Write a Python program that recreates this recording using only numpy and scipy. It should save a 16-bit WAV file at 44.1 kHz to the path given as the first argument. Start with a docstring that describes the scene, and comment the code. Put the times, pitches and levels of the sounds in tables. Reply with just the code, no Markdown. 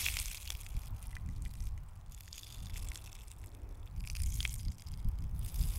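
"""A sizzle comes first, as hot butter runs from a tilted pan over cold, wet tomatoes. Steam bubbles
burst in flurries, a few loudly; each is a damped oscillator that also spits a puff of noise, and in
crowds they merge into a hiss. The air between pan and plate resonates at pitches set by the tilt.
Outdoors, eddies of wind buffet a small microphone; leaves and the far valley hush over a faint drone."""
import sys
import numpy as np
from scipy import signal
from scipy.fft import rfft, irfft, next_fast_len
from scipy.io import wavfile
from scipy.ndimage import uniform_filter1d, map_coordinates

SR = 44100
rng = np.random.default_rng(int(sys.argv[2]) if len(sys.argv) > 2 else 0)


def unload_wav(signal):
    """Save mono or channel-first audio to the path in sys.argv[1] as 16-bit WAV at rate SR, clipped to [-1, 1]."""
    wavfile.write(
        sys.argv[1],
        SR,
        np.round(np.clip(np.atleast_2d(signal).T, -1, 1) * 32767).astype(np.int16),
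    )


N = 254898

# Flurries as butter meets wet, cold flesh. Each row: start and end in seconds, heat (the strength of
# the sizzle) at start and at end in dB, large bubbles over heat in dB, smoothness in dB (hiss gained
# and crackle lost).
FLURRIES = [(0, 0.361, -43, -53, 5, 1), (0.358, .7, -53, -61, 2.5, 0), (0.701, 0.788, -65, -66, 8, 5.5),
            (.8, 0.869, -64, -65, 5, -0.5), (0.973, 1.153, -67, -68, 3, 1),
            (1.251, 1.399, -74.5, -73, 5, -0.5), (1.431, 1.7, -65, -66, 1, 2),
            (2.11, 2.341, -66, -61, -0.5, 1.5), (2.338, 2.56, -59.5, -61, 4, 1),
            (2.569, 2.703, -63, -65, 3.5, 1), (2.744, 3.212, -60, -67, 2.5, -1),
            (3.279, 3.339, -63.5, -65, -1, 1.5), (3.365, 3.546, -71, -75, -0.5, -4),
            (3.971, 4.301, -72, -55, -2.5, -3), (4.301, 4.598, -54, -58, -3.5, -3),
            (4.63, 4.737, -64.5, -63, 0, 1.5), (4.789, 4.99, -64, -68, 2, 1),
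            (5.349, 5.44, -66, -63, 0.5, 4.5), (5.445, 5.782, -57, -53, 0.5, 2.5)]
CATCH_DB_PER_S, DIE_DB_PER_S = 260, 190  # rise and fall of a flurry
SIMMER_DB, SIMMER_LARGE_DB = -78, -76  # heat and large bubbles between flurries
# Bursts that stand out. Each row: start in seconds, level in dB, pitch in Hz, relative spit in dB.
LOUD_BURSTS = [(0.044, -24.5, 6570, -29), (0.064, -16, 2510, -29), (0.0854, -18, 2570, -15),
               (0.169, -26, 2330, -1.5), (0.189, -20.5, 5130, -13), (0.1998, -20.5, 9300, -10),
               (0.258, -22, 6360, -14.5), (0.3152, -39, 2040, 3), (0.346, -38, 3450, 5),
               (0.373, -28.5, 4600, -25), (0.476, -28.5, 4300, -13), (0.5035, -20.5, 3440, -5),
               (0.521, -33, 3430, -3.5), (0.612, -31, 9200, -16), (0.6646, -37, 2580, -4.5),
               (0.767, -45.5, 4630, 1.5), (0.835, -46, 2320, -1), (1.0275, -30.5, 9700, -20),
               (1.07, -32.5, 10100, -36), (1.113, -45, 3120, -7), (1.1304, -43, 1990, -34),
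               (1.1534, -38, 4200, -2.5), (1.167, -31, 1820, -19), (1.289, -49.5, 1970, 0),
               (1.422, -35.5, 8400, -18), (1.452, -38.5, 3470, -4.5), (1.4607, -38, 2230, -18),
               (1.538, -39.5, 8700, -5.5), (1.554, -41, 5600, -6), (1.6048, -35.5, 6000, -13),
               (1.6258, -44, 5700, -19), (1.639, -39, 10000, -14), (1.67, -41.5, 5570, -1),
               (1.7774, -44, 2280, -6), (2.147, -35, 7300, -22), (2.207, -36.5, 12200, -3),
               (2.279, -40.5, 1920, -9), (2.3292, -30.5, 5150, -16), (2.38, -37, 3470, 2),
               (2.4325, -39, 3700, -4), (2.509, -48, 3470, -2), (2.5255, -45.5, 3410, 1),
               (2.546, -47.5, 3500, 4), (2.604, -46.5, 3600, -3), (2.658, -41.5, 6500, -2),
               (2.6688, -43.5, 3630, -2), (2.6982, -39.5, 2200, -20), (2.7427, -40, 5000, -10),
               (2.76, -36.5, 2200, -14), (2.777, -43.5, 3480, 3), (2.825, -32.5, 10500, -14),
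               (2.887, -27.5, 7600, -38), (2.9177, -33.5, 2170, -10.5), (2.957, -36, 3180, 2.5),
               (2.975, -29.5, 7400, -22), (3.0609, -40, 5810, -6), (3.0755, -42, 2720, -8),
               (3.1291, -35, 5960, -12.5), (3.282, -35, 8200, -18), (3.3157, -32.5, 8500, -11),
               (3.4401, -45.5, 2030, -11), (3.461, -38, 11000, -12.5), (3.549, -51, 3420, 3.5),
               (3.83, -51, 3450, -19), (3.875, -46.5, 3400, -21), (4.006, -41.5, 5070, -5),
               (4.04, -40.5, 2570, -16), (4.05, -41.5, 2470, -7.5), (4.074, -36.5, 5300, 0),
               (4.1001, -26.5, 5600, -11), (4.152, -38, 2600, 2.5), (4.1676, -31.5, 4800, -4),
               (4.2022, -42, 2470, -1), (4.2199, -25.5, 9300, -17), (4.2353, -26.5, 7800, -36),
               (4.261, -29.5, 7150, -34), (4.322, -31, 6650, -31), (4.342, -28.5, 7300, -33),
               (4.4048, -19, 3390, -20), (4.429, -25.5, 4700, -11.5), (4.452, -15.5, 2440, -21),
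               (4.46, -33.5, 2500, -8), (4.4768, -28, 7800, -13), (4.4943, -30, 6300, -18),
               (4.522, -29, 9980, -21), (4.541, -22.5, 9300, -22), (4.5602, -34.5, 6400, -11.5),
               (4.5948, -37, 4870, -14), (4.6514, -37, 5040, -11), (4.6832, -36, 4800, -12),
               (4.7196, -40.5, 4900, -6), (4.783, -41, 5810, -7), (4.797, -42.5, 5000, -9),
               (4.821, -39, 5000, -3), (4.871, -38, 5000, -28), (4.886, -41, 5000, -9),
               (4.918, -36.5, 9500, -15), (4.939, -38, 4880, -10.5), (5.046, -61, 2400, 11.5),
               (5.087, -35.5, 11600, -13.5), (5.1873, -50.5, 4950, 2), (5.223, -50.5, 5100, -1),
               (5.24, -54, 2400, 5), (5.393, -35.5, 10500, -20), (5.462, -34, 8800, -9),
               (5.5436, -39, 12200, -4), (5.608, -36.5, 12300, -12), (5.613, -37, 4800, -5),
               (5.637, -34, 4850, -6.5), (5.737, -35.5, 5000, -9)]
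EVEN_HZ, BRIGHTER_DB_PER_OCT, LOUD_DULLS = 5900, 3.5, 0.49  # spit brightens with pitch, dulls with level
OVERTONE_RATIO, OVERTONE_DB = 1.257, -5.5  # second ring of a loud burst
RING_CYCLES_EXPONENT = 0.25  # smaller, higher bubbles ring for more cycles
# Spectra of a burst's noise. Each row: frequency in Hz, relative spectral density in dB.
LOW_SPIT = [(1000, -17), (1800, -10), (2300, -1.5), (4500, -6), (7000, -4), (10000, -7.5)]
HIGH_SPIT = [(3000, -66), (5000, -2), (7000, -9.5), (10000, 0), (13000, -2), (16000, -13.5)]
THUD = [(250, -11), (600, -5.5), (1400, -4), (2200, -1.5)]
# Modes of the air pocket, one list for each tilt. Each row: frequency in Hz, bandwidth in Hz, gain in dB.
POCKET_MODES = [
    [(2510, 500, -4), (3330, 170, 0), (5000, 300, -15), (15200, 8300, -2)],
    [(1990, 68, 5.5), (2410, 45, 1), (9200, 180, -5)],
    [(3510, 160, 10), (2780, 74, -7), (4700, 630, 2), (6700, 430, 2), (12200, 780, -3)],
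    [(2170, 410, -5.5), (2650, 78, 6), (3470, 240, 2), (5300, 390, -8), (7600, 980, -8.5)],
    [(2400, 440, 1.5), (4800, 500, 1), (9300, 1300, -7.5)],
    [(2200, 150, -1), (3230, 170, 2), (6650, 1100, -5.5)],
    [(2170, 100, 3.5), (3250, 320, -1.5), (4900, 240, 3)],
    [(3580, 220, 3), (4950, 370, 0.5), (8540, 430, -4), (10500, 430, 2.5), (12700, 810, 3),
     (15200, 2200, 6)],
]
# Each entry: the time in seconds at which one tilt gives way to the next.
TILT_ENDS = [1.0, 2.05, 2.72, 3.9, 4.25, 4.6, 5.28]
# Wind on the microphone. Each row: time in seconds, buffet level in dB, flutter over buffet in dB.
WIND_LEVELS = [(0, -42, -6.5), (.45, -48, -16.5), (0.85, -43, -14.5), (1.1, -44.5, -12.5),
               (1.35, -42.5, -4), (1.65, -40.5, -13.5), (2.1, -50, -11), (2.45, -55.5, -7.5),
               (2.6, -42.5, -9), (3.2, -47.5, -13.5), (3.85, -48, -15.5), (3.97, -39.5, -9.5),
               (4.15, -35, -13), (4.6, -40, -7.5), (4.8, -49, -3.5), (5.15, -40, -10.5), (5.45, -37, -10),
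               (5.78, -37.5, -13)]
# Rushing air. Each row: time in seconds, level of the wind's body in dB, level of the far hush in dB.
HUSH_LEVELS = [(0.0, -66, -58.5), (0.24, -73.5, -67), (0.8, -70, -67), (2.22, -76, -69.5),
               (2.85, -65, -63.5), (3.33, -72, -70.5), (3.45, -64, -68), (3.8, -64.5, -68),
               (3.95, -76.5, -68.5), (4.7, -74, -70), (5.78, -65, -63.5)]
# Spectra of wind and background. Each row: frequency in Hz, relative spectral density in dB.
BUFFET = [(8.8, -34), (15, 0), (49, 3.5), (96, -5.5), (130, -23), (170, -49), (290, -120)]
FLUTTER = [(60, -13), (100, 0), (160, -9), (250, -22), (400, -37.5), (800, -51)]
WIND_BODY = [(150, -3.5), (280, 1.5), (450, -2.5), (700, -9), (1500, -21), (2600, -18)]
FAR_DRONE = [(88, -15), (100, 14), (112, -49)]
FAR_HUSH = [(400, -4.5), (800, 9.5), (1100, 8.5), (1600, -0.5), (2300, -4.5), (4200, -13), (12000, -16),
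            (16000, -10)]
# Gusts that thump the microphone. Each row: start in seconds, lift in dB, length in seconds.
GUSTS = [(0.553, 6, 0.05), (0.751, 13, 0.025), (0.91, 7.5, 0.047), (1.24, 4, 0.058), (1.279, 3.5, 0.037),
         (2.715, 8.5, 0.025), (2.878, -2, 0.048), (3.456, 3.5, 0.038), (4.034, 4, 0.036),
         (4.204, 2.5, 0.066), (4.668, 8.5, 0.039), (4.862, 7, 0.079), (5.054, 11.5, 0.049),
         (5.13, 9, 0.025), (5.198, 8, 0.069), (5.586, 6, 0.079)]
GUST_EDGE_S, FLUTTER_GROWS = 0.0058, 0.078  # rise and fall of a gust; extra share of its lift in flutter
TOP_HZ, EDGE_HZ = 15800, 16500
FFT_SIZE = next_fast_len(N + 8192)


def amp(db):
    return 10 ** (np.asarray(db) / 20)


def unit(x):
    return x / np.sqrt(np.mean(x ** 2) + 1e-20)


def curves(rows, t):
    """Each column after the time, interpolated at times t."""
    times, *columns = np.transpose(rows)
    return [np.interp(t, times, column) for column in columns]


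def wobble(rate):
    """A smooth random curve of rate knots a second."""
    knots = rng.standard_normal(int(N * rate / SR) + 4)
    return map_coordinates(knots, [np.arange(N) * rate / SR])


def coloured(x, spectrum):
    """A filter of the given spectrum, scaled so that white noise keeps its power."""
    hz = np.fft.rfftfreq(FFT_SIZE, 1 / SR)
    knot_hz, db = np.transpose(spectrum)
    gain = amp(np.interp(np.log(hz + 1), np.log(knot_hz + 1), db, -120, -120))
    return irfft(rfft(x, FFT_SIZE) * unit(gain), FFT_SIZE)[:N]


def noise(spectrum, db):
    """Coloured noise, amplitude-modulated by a curve in dB."""
    return amp(db) * coloured(rng.standard_normal(N), spectrum)


def scatter(starts, rows):
    """Superposition of rows of samples, each at its start in seconds."""
    at = np.round(starts * SR).astype(int)[:, None] + np.arange(rows.shape[1])
    return np.bincount(at.ravel(), rows.ravel(), N + SR)[:N]


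def flurries(t):
    """Boiling flares and dies exponentially; the strongest flurry prevails over a steady simmer."""
    start, end, first_db, last_db, large_db, smooth_db = np.transpose(FLURRIES)[..., None]
    each_db = first_db + (last_db - first_db) * np.clip((t - start) / (end - start), 0, 1)
    each_db -= CATCH_DB_PER_S * np.maximum(start - t, 0) + DIE_DB_PER_S * np.maximum(t - end, 0)
    heat_db = np.maximum(each_db.max(axis=0), SIMMER_DB)
    deep_db = np.maximum((each_db + large_db).max(axis=0), SIMMER_LARGE_DB)
    return heat_db, deep_db, smooth_db[each_db.argmax(axis=0), 0] * (heat_db > SIMMER_DB)


def bursts(starts, hz, ring_db, low_db, high_db, cycles, spit_s, samples):
    """Damped oscillation: each bubble rings, rising in pitch as it opens, and spits a puff of noise."""
    t = np.arange(samples) / SR
    fade = np.cos(np.pi / 2 * np.arange(samples) / samples)
    turns = hz[:, None] * t
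    decay_turns = cycles * (hz[:, None] / 3000) ** RING_CYCLES_EXPONENT
    envelope = np.exp(-turns / decay_turns) * (1 - np.exp(-turns / 0.69)) * fade
    ring = np.sin(2 * np.pi * turns * (1 + 0.0048 * turns)) * envelope
    puff = np.exp(-t / spit_s) * (1 - np.exp(-t / 0.0001)) * fade
    sound = scatter(starts, amp(ring_db)[:, None] * ring)
    for db, spectrum in [(low_db, LOW_SPIT), (high_db, HIGH_SPIT)]:
        spits = amp(db)[:, None] * puff * rng.standard_normal(ring.shape)
        sound += coloured(scatter(starts, spits), spectrum)
    return sound


def sizzle(t, count=4200):
    """Incoherent addition: small bubbles burst in clumps, denser with heat, and merge into a hiss."""
    heat_db, deep_db, smooth_db = flurries(t)
    clumps_db = 6 * wobble(170) + 1.4 * wobble(45)
    activity = np.cumsum(amp(0.65 * heat_db + clumps_db))
    when, strength, kind = rng.random((count, 3)).T
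    pitch_spread, low_spread, high_spread = rng.standard_normal((count, 3)).T
    starts = np.interp(when * activity[-1], activity, t)
    heat, deep, smooth = flurries(starts)
    # Few are strong and many weak; a crowd shares the power.
    share_db = -0.42 * (heat + 60) - smooth - 5.77 * np.log(strength + 0.09)
    large = kind < 0.3
    hz = np.clip(np.where(large, 3500, 9000) * np.exp(0.316 * pitch_spread), 2150, 15500)
    ring_db = share_db + np.where(large, deep - 3, heat + 2.8)
    low_db = share_db + deep + 5 * np.clip(low_spread, -3, 1.2) - 3.5
    high_db = share_db + heat + 5.3 * np.clip(high_spread, -3, 1.2) - 2.5
    crackle = bursts(starts, hz, ring_db, low_db, high_db, cycles=3.67, spit_s=0.00044, samples=128)
    merged_db = 0.52 * (heat_db + 41) + 0.055 * clumps_db + smooth_db - 7.5
    return crackle + noise(LOW_SPIT, merged_db + deep_db) + noise(HIGH_SPIT, merged_db + heat_db)


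def drifting_colour(x, depth_db):
    """Spectral modulation: the level drifts in patches about a kilohertz by tens of milliseconds."""
    spectra = signal.stft(x, nperseg=256)[2]
    patches = uniform_filter1d(rng.standard_normal(spectra.shape), size=8, axis=0)
    patches = uniform_filter1d(patches, size=8, axis=1)
    return signal.istft(spectra * amp(depth_db * unit(patches)), nperseg=256)[1][:N]


def air_pocket(x, t):
    """Cavity resonance: the air between pan and plate adds one set of modes for each tilt."""
    f = np.fft.rfftfreq(FFT_SIZE, 1 / SR)
    tilt = np.searchsorted(TILT_ENDS, t)
    sound = np.zeros(N)
    for k, modes in enumerate(POCKET_MODES):
        resonance = sum(amp(db) * 1j * f * width / (hz * hz - f * f + 1j * f * width)
                        for hz, width, db in modes)
        sound += irfft(rfft(x * (tilt == k), FFT_SIZE) * (1 + resonance), FFT_SIZE)[:N]
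    return sound


def wind(t):
    """Turbulent pressure: the same eddies drive a low buffet, a higher flutter and the wind's body."""
    buffet_db, flutter_db = curves(WIND_LEVELS, t)
    body_db, _ = curves(HUSH_LEVELS, t)
    lift_db = gusts(t)
    eddies = np.minimum(wobble(15), 1.2)
    buffet = amp(buffet_db + lift_db) * unit(noise(BUFFET, 2.84 * eddies))
    flutter_gain = amp(buffet_db + flutter_db + (1 + FLUTTER_GROWS) * lift_db)
    flutter = flutter_gain * unit(noise(FLUTTER, 2.9 * eddies + 2.1 * wobble(18)))
    body = amp(body_db) * unit(noise(WIND_BODY, 0.36 * eddies + 0.57 * wobble(8.7)))
    return buffet + flutter + body


def valley(t):
    """Broadband noise from leaves and the far valley wavers over a faint narrowband drone."""
    _, hush_db = curves(HUSH_LEVELS, t)
    drone = amp(-62) * unit(noise(FAR_DRONE, 0.78 * wobble(3.2)))
    hush = amp(hush_db) * unit(noise(FAR_HUSH, wobble(3.93)))
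    return drone + hush


def pops():
    """Impulsive excitation: a loud burst thuds, spits and rings at two pitches."""
    starts, db, hz, spit_db = np.transpose(LOUD_BURSTS)
    bright_db = BRIGHTER_DB_PER_OCT * np.log2(hz / EVEN_HZ) - LOUD_DULLS * (db - db.mean())
    low_db = db + spit_db - 0.31 * bright_db
    high_db = db + spit_db + 0.52 * bright_db
    thuds = coloured(scatter(starts, amp(low_db - 2.5)[:, None]), THUD)
    return thuds + sum(bursts(starts, ratio * hz, db + ring_db, low_db - 7.5, high_db - 11,
                              cycles=1.95, spit_s=0.0016, samples=320)
                       for ratio, ring_db in [(1, 1.5), (OVERTONE_RATIO, OVERTONE_DB)])


def gusts(t):
    """Each gust shifts the wind's level by a trapezoidal envelope in dB."""
    start, db, length = np.transpose(GUSTS)[..., None]
    inside_s = np.minimum(t - start, start + length - t)
    return (db * np.clip(inside_s / GUST_EDGE_S + 1, 0, 1)).sum(axis=0)


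def scene():
    """Superposition in one channel: the bubbles, heard through the air pocket, with wind and valley."""
    t = np.arange(N) / SR
    bubbles = pops() + drifting_colour(sizzle(t), depth_db=2.1)
    return (air_pocket(bubbles, t) + wind(t) + valley(t))[None]


def record(dry):
    """Band limiting: almost nothing passes above TOP_HZ, and nothing above EDGE_HZ."""
    hz = np.fft.rfftfreq(FFT_SIZE, 1 / SR)
    gain = np.where(hz < TOP_HZ, 1, amp(-35)) * (hz < EDGE_HZ)
    return irfft(rfft(dry, FFT_SIZE) * gain, FFT_SIZE)[:, :N]


dry = scene()
out = record(dry)
unload_wav(out)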